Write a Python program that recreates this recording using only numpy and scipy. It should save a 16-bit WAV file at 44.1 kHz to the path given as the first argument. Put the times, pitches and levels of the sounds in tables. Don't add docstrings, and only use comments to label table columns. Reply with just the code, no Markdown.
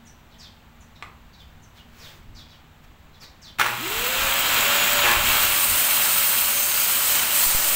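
import sys
import numpy as np
from scipy import signal
from scipy.fft import rfft, irfft, next_fast_len
from scipy.io import wavfile
from scipy.ndimage import map_coordinates

SR = 44100
rng = np.random.default_rng(int(sys.argv[2]) if len(sys.argv) > 2 else 0)


def master_out(mix):
    frames = np.transpose(np.atleast_2d(mix))
    ceiling = np.clip(frames, -1, 1)
    pcm = np.round(ceiling * 32767).astype(np.int16)
    wavfile.write(sys.argv[1], SR, pcm)


N = 341775
T = np.arange(N) / SR
MAINS_HZ = 60
FULL_SPEED_HZ = 585

# frequency in Hz, relative level in dB.
GEAR_SPECTRUM = [(59, -54), (100, -23), (363, -19.5), (498, -17.5), (699, -10.5), (1040, -5), (1400, -1),
                 (1560, -3.5), (2430, -3), (4580, -17), (12100, -24.5), (15600, -17)]
# frequency in Hz, relative level in dB.
RASP_SPECTRUM = [(200, -4), (2000, 1), (7500, -9), (9500, -17), (12500, -15), (15000, -7)]


def saw():
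    speed_hz = motor_speed() * (1 + 0.00143 * wobble(10))
    turn = angle(speed_hz)
    speed_share = speed_hz / FULL_SPEED_HZ
    whine = saw_whine(speed_hz, speed_share, turn)
    current = np.maximum(1 - speed_share, 0) * gate(3.58, rise_s=0.2)
    hum = np.sqrt(2) * amp(-39.5) * current * np.sin(4 * np.pi * MAINS_HZ * T)
    return gate(3.62, rise_s=0.019) * (whine + hum + saw_rush(speed_share, turn))


def saw_whine(speed_hz, speed_share, turn):
    # multiple of the motor's speed, relative level in dB.
    shaft_tones = [(1, 1.5), (2, -5), (4.8, 2.5), (12, 1.5)]
    # motor speed in Hz, half width in Hz, boost in dB.
    singing_speeds = [(346, 62, 5), (497, 18, 9.5), (582, 6.2, 4)]
    tones = np.zeros(N)
    for multiple, db in shaft_tones:
        fade_in = speed_share ** (4 * np.log2(multiple))
        level = amp(db + 2.5 * wobble(16)) * fade_in
        flutter = 0.33 * np.sqrt(multiple) * wobble(50)
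        tones += level * np.sin(multiple * turn + flutter)
    boost_db = sum(db * bell(speed_hz, hz, half_hz) for hz, half_hz, db in singing_speeds)
    return np.sqrt(2 * speed_share) * amp(-41.5 + boost_db - 11 * mains_sag()) * tones


def saw_rush(speed_share, turn):
    # frequency in Hz, relative level in dB.
    fan_spectrum = [(59, -30), (100, -13), (228, -11), (448, -12.5), (566, -10.5), (629, -6), (1140, -4.5),
                    (1370, -1), (1770, -3), (2760, -1.5), (5780, -13.5), (7140, -8.5), (9390, -16.5),
                    (13700, -11.5), (15600, -12.5)]
    # pitch in Hz, width in Hz, relative level in dB.
    housing_modes = [(977, 120, -2.5), (1170, 120, -2.5), (1375, 110, -1), (2070, 100, -6.5),
                     (2282, 144, -2), (2682, 59, 1.5), (2765, 37, 3), (3178, 140, 0.5), (3500, 61, -3),
                     (3805, 120, -3.5), (4224, 120, -5.5)]
    # pitch in Hz, width in Hz, relative level in dB.
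    sizzle_bands = [(7660, 430, -2), (8320, 270, -5), (13450, 620, -2), (15400, 960, 0)]
    # time in seconds, change in dB.
    level_changes = [(5.12, 0.5), (5.22, -1.5), (5.29, 2), (5.6, -4), (6.2, -4), (6.6, -7.5), (7.38, -6),
                     (7.56, -10), (7.75, -6.5)]
    air = noise(fan_spectrum) * amp(0.42 * wobble(30))
    shaking = rng.standard_normal(N) * amp(0.87 * np.sin(turn) + 3 * wobble(250))
    rattle = unit(resonate(shaking, housing_modes))
    crackle = rng.standard_normal(N) * amp(3.2 * wobble(300))
    sizzle = unit(resonate(crackle, sizzle_bands))
    rush = amp(-1.5) * air + amp(-6) * rattle + amp(-7) * sizzle
    run_up_db = -14 * (1 - speed_share ** 2)
    level_db = -20.4 + run_up_db + over_time(level_changes) + 0.3 * wobble(9)
    return amp(level_db) * early_echoes(rush)


def motor_speed(start_s=3.76, run_up_s=0.11, bend=0.64, sag_share=0.0145):
    run_up = 1 - np.exp(-(np.maximum(T - start_s, 0) / run_up_s) ** bend)
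    return FULL_SPEED_HZ * run_up * (1 - sag_share * mains_sag())


def mains_sag():
    return gate(5.04, rise_s=0.0993)


def gear_clacks():
    # start in seconds, level in dB.
    clacks = [(3.586, -25), (3.5965, -11), (3.6045, -21.5), (3.613, -13.5), (3.6275, -24.5), (3.644, -24),
              (3.662, -16.5)]
    return blows(clacks, decay_s=0.0061) * noise(GEAR_SPECTRUM)


def switch_on_buzz():
    # start in seconds, length in seconds, level in dB.
    surges = [(3.584, 0.12, -27.5), (5.031, 0.082, -20.5)]
    # pitch in Hz, relative level in dB.
    buzz_tones = [(120, -12), (360, -3), (480, -4), (600, -13), (720, -14), (835, 3), (960, 0), (1080, 0),
                  (1200, -4), (1320, -16), (1430, 0.5), (1560, -3), (1700, 1.5), (1800, -21), (2410, 1.5)]
    out = np.zeros(N)
    for start, length, db in surges:
        hum = sum(amp(tone_db) * np.sin(2 * np.pi * (hz * T + rng.random()) + 0.37 * wobble(40))
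                  for hz, tone_db in buzz_tones)
        chatter = noise(GEAR_SPECTRUM) * amp(4 * np.sin(4 * np.pi * MAINS_HZ * T))
        buzz = amp(-5) * unit(hum) + amp(-1.5) * unit(chatter)
        out += amp(db) * gate(start, rise_s=0.0051, end_s=start + length, fall_s=0.072) * buzz
    return out


def cutting(teeth=24, gear_ratio=6.3):
    # middle in seconds, half length in seconds, level in dB.
    pushes = [(6.62, 0.06, -38), (6.88, 0.2, -32.5), (7.16, 0.086, -27), (7.43, 0.15, -29.5),
              (7.68, 0.16, -29)]
    # frequency in Hz, relative level in dB.
    chip_spectrum = [(300, -11), (700, -1.5), (2800, 0), (5500, -4), (8000, 3), (10000, -10), (15000, -21)]
    blade_turn = angle(motor_speed() / gear_ratio)
    bites = amp(3.5 * np.sin(teeth * blade_turn) + 2 * np.sin(blade_turn) + 2 * wobble(120))
    return swells(pushes) * unit(bites * noise(chip_spectrum))


def vacuum():
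    # frequency in Hz, relative level in dB.
    hose_spectrum = [(1470, -30), (2500, -13), (3120, -11), (3500, -16), (4110, -3.5), (5700, -8),
                     (6350, -4), (7100, -7), (7650, 0.5), (9200, 0), (11700, -7), (13100, -4.5),
                     (14600, 10), (15600, -5)]
    # time in seconds, level in dB.
    hiss_levels = [(5.5, -23), (5.8, -19), (5.93, -21.5), (6.1, -19.5), (6.4, -21.5), (7.1, -20.5),
                   (7.3, -24), (7.38, -18.5), (7.55, -23)]
    flutter_db = 0.8 * wobble(45) + 0.5 * wobble(10)
    suction = gate(5.16, rise_s=0.11)
    return amp(over_time(hiss_levels) + flutter_db) * suction * early_echoes(noise(hose_spectrum))


def hose_whistles(start_s=5.47):
    # pitch in Hz, width in Hz, level in dB.
    whistles = [(3068, 35, -43), (8010, 30, -45), (8803, 7, -39), (14550, 140, -35.5)]
    tones = sum(amp(db) * narrow_tone(hz, width_hz) for hz, width_hz, db in whistles)
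    return gate(start_s, rise_s=0.15) * tones


def brief_tones(width_hz=28):
    # start in seconds, length in seconds, pitch in Hz, level in dB.
    tones = [(5.52, .2, 8790, -31), (5.72, .13, 11790, -36), (6.5, .35, 6551, -37), (6.52, .3, 6315, -36),
             (6.68, .17, 4720, -36), (6.9, .3, 3030, -35), (7.35, .4, 8775, -36), (7.4, .35, 13770, -35)]
    out = np.zeros(N)
    for start, length, hz, db in tones:
        loudness = gate(start, rise_s=0.014, end_s=start + length, fall_s=0.044)
        out += amp(db) * loudness * narrow_tone(hz, width_hz)
    return out


def board_knock():
    # start in seconds, level in dB.
    knocks = [(1.0245, -26)]
    # frequency in Hz, relative level in dB.
    crack_spectrum = [(88, -51), (150, -23), (260, -6), (532, -18), (810, 0.5), (1920, -7), (2140, 5),
                      (2430, -7), (5260, -25), (5870, -30), (7730, -25), (9280, -37), (12000, -42),
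                      (15600, -69), (22000, -120)]
    # pitch in Hz, width in Hz, relative level in dB.
    board_modes = [(1240, 63, 8), (2120, 56, -9)]
    impact = blows(knocks, decay_s=0.0027) + amp(-13.5) * blows(knocks, decay_s=0.023)
    crack = impact * noise(crack_spectrum)
    ring = blows(knocks, decay_s=0.029) * unit(resonate(rng.standard_normal(N), board_modes))
    return crack + amp(-12) * ring


def rasps():
    # middle in seconds, half length in seconds, level in dB.
    bursts = [(1.777, 0.028, -54), (2.06, 0.11, -48), (2.844, 0.0093, -55), (3.234, 0.02, -47.5)]
    return swells(bursts) * noise(RASP_SPECTRUM)


def sparrows(fall_octaves_per_s=10.3, second_voice_ratio=1.4):
    # start in seconds, length in seconds, starting pitch in Hz, relative level in dB.
    chirps = [(.052, 0.042, 7560, -55.5), (0.311, 0.051, 4530, -56.5), (0.383, 0.099, 6350, -48.5),
              (0.803, 0.031, 7220, -58), (.952, .03, 4500, -56), (1.329, 0.029, 4720, -55),
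              (1.385, 0.049, 4300, -53), (1.618, 0.032, 7300, -58), (1.765, 0.051, 4110, -53.5),
              (1.987, 0.11, 6400, -50), (2.347, 0.082, 5860, -48.5), (2.48, 0.086, 5360, -54.5),
              (3.131, .045, 4650, -59), (3.2, .065, 5940, -48.5), (3.415, 0.1, 6200, -48.5)]
    out = np.zeros(N)
    jitter = 0.08 * wobble(1200)
    hiss = amp(-9.5) * noise(RASP_SPECTRUM)
    for start, length, start_hz, db in chirps:
        span = (T >= start) & (T < start + length)
        progress = (T[span] - start) / length
        end_hz = start_hz * 2 ** (-fall_octaves_per_s * length)
        slide_hz = end_hz + (start_hz - end_hz) * (1 - progress) ** 1.8
        phase = angle(slide_hz * (1 + jitter[span] * (1 - 0.5 * progress)))
        voice = np.sin(phase) + amp(-10) * np.sin(second_voice_ratio * phase) + hiss[span]
        arch = np.abs(np.sin(np.pi * progress)) ** 0.49
        out[span] += amp(db) * arch * voice
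    tremble = amp(2 * wobble(200))
    return filtered(out * tremble, lambda hz: amp(over_pitch([(7500, 2.25), (9500, 1.2)], hz)))


def microphone_pops(relax_s=0.081):
    # start in seconds, level in dB.
    pops = [(7.464, -27), (7.549, -19.5)]
    return sum(amp(db) * gate(start, rise_s=0.00021, end_s=start, fall_s=relax_s)
               * (1 - (T - start) / relax_s) for start, db in pops)


def wind(breeze_db=-54.5):
    # middle in seconds, half length in seconds, level in dB.
    gusts = [(2.05, 0.036, -47), (2.35, 0.074, -45.5), (3.99, 0.047, -40), (4.24, 0.075, -41),
             (4.6, .3, -52), (5.27, 0.22, -35.5), (5.72, 0.029, -36)]
    # frequency in Hz, relative level in dB.
    rumble_spectrum = [(15, -2.5), (40, -2.5), (90, -7), (160, -19), (400, -25), (1000, -82)]
    return (amp(breeze_db) + swells(gusts)) * amp(2.2 * wobble(16)) * noise(rumble_spectrum)


def street(engine_hz=232.4, fade_db_per_s=3):
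    # pitch in Hz, level in dB.
    machine_hums = [(154, -61.5), (205, -70)]
    # frequency in Hz, relative level in dB.
    murmur_spectrum = [(12, -34), (20, -13.5), (76, 2), (129, -7), (232, -9), (274, -13), (394, -18),
                       (860, -14), (2550, -20.5), (3770, -24), (5260, -33.5), (7770, -31.5), (9190, -43.5),
                       (14300, -33), (15600, -31)]
    engine_db = -56 - fade_db_per_s * T + 3 * wobble(5.73)
    engine = amp(engine_db) * np.sin(angle(engine_hz + 2 * wobble(16)))
    hums = sum(amp(db + 2 * wobble(5)) * np.sin(angle(hz + 2 * wobble(12))) for hz, db in machine_hums)
    murmur = amp(-52 + 0.13 * wobble(4.1)) * noise(murmur_spectrum)
    return murmur + engine + hums


def early_echoes(x, share=0.17, count=12):
    delays_s = rng.uniform(0.002, 0.018, count)
    copies = sum(np.roll(x, int(delay * SR)) for delay in delays_s) / np.sqrt(count)
    return (x + share * copies) / np.sqrt(1 + share ** 2)


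def driveway_echo(x):
    # frequency in Hz, seconds the echo takes to fade by 60 dB.
    fade_times = [(200, 0.9), (2000, 0.36), (6000, 0.37), (14000, 0.29)]
    hz, seconds, bands = signal.stft(rng.standard_normal(SR // 2), SR, nperseg=256)
    fade = amp(-60 * seconds / over_pitch(fade_times, hz)[:, None])
    tail = signal.istft(bands * fade, SR, nperseg=256)[1]
    tail *= 1 - np.exp(-np.arange(len(tail)) / SR / 0.0016)
    return signal.fftconvolve(x, tail / np.linalg.norm(tail))[:N]


def amp(db):
    return 10 ** (np.asarray(db) / 20)


def unit(x):
    return x / np.sqrt(np.mean(x ** 2) + 1e-20)


def over_pitch(points, hz):
    point_hz, values = np.transpose(points)
    return np.interp(np.log(hz + 1), np.log(point_hz + 1), values)


def over_time(points):
    return np.interp(T, *np.transpose(points))


def wobble(rate):
    return map_coordinates(rng.standard_normal(int(N * rate / SR) + 4), [T * rate], order=2)


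def gate(start_s, rise_s, end_s=np.inf, fall_s=1):
    opening = 1 - np.exp(-np.maximum(T - start_s, 0) / rise_s)
    return opening * np.exp(-np.maximum(T - end_s, 0) / fall_s)


def blows(rows, decay_s):
    return sum(amp(db) * gate(start, rise_s=0.00014, end_s=start, fall_s=decay_s) for start, db in rows)


def bell(x, middle, half_width):
    return np.exp(-((x - middle) / half_width) ** 2)


def swells(rows):
    return sum(amp(db) * bell(T, middle, half_length) for middle, half_length, db in rows)


def angle(hz):
    return 2 * np.pi * np.cumsum(hz) / SR


def narrow_tone(hz, width_hz):
    flicker = 0.75 + 0.6 * (wobble(2 * width_hz) + 1j * wobble(2 * width_hz))
    phase = angle(hz + 0.4 * width_hz * wobble(8))
    return np.real(flicker * np.exp(1j * phase))


def filtered(x, response):
    size = next_fast_len(N + SR // 4)
    return irfft(rfft(x, size) * response(np.fft.rfftfreq(size, 1 / SR)), size)[:N]


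def noise(spectrum):
    return unit(filtered(rng.standard_normal(N), lambda hz: amp(over_pitch(spectrum, hz))))


def resonate(x, modes):
    def response(hz):
        return sum((-1) ** k * amp(db) * 1j * hz * width / (pitch ** 2 - hz ** 2 + 1j * hz * width)
                   for k, (pitch, width, db) in enumerate(modes))
    return filtered(x, response)


def scene():
    machines = saw() + switch_on_buzz() + vacuum() + hose_whistles() + brief_tones() + cutting()
    short_sounds = gear_clacks() + board_knock() + rasps()
    birds = sparrows()
    echo = driveway_echo(amp(-10.5) * machines + amp(-6) * short_sounds + birds)
    mono = machines + short_sounds + amp(-1.5) * birds + echo + street() + wind() + microphone_pops()
    return np.array([mono, mono])


def record(dry, top_hz=15740):
    return np.array([filtered(channel, lambda hz: hz < top_hz) for channel in dry])


dry = scene()
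out = record(dry)
master_out(out)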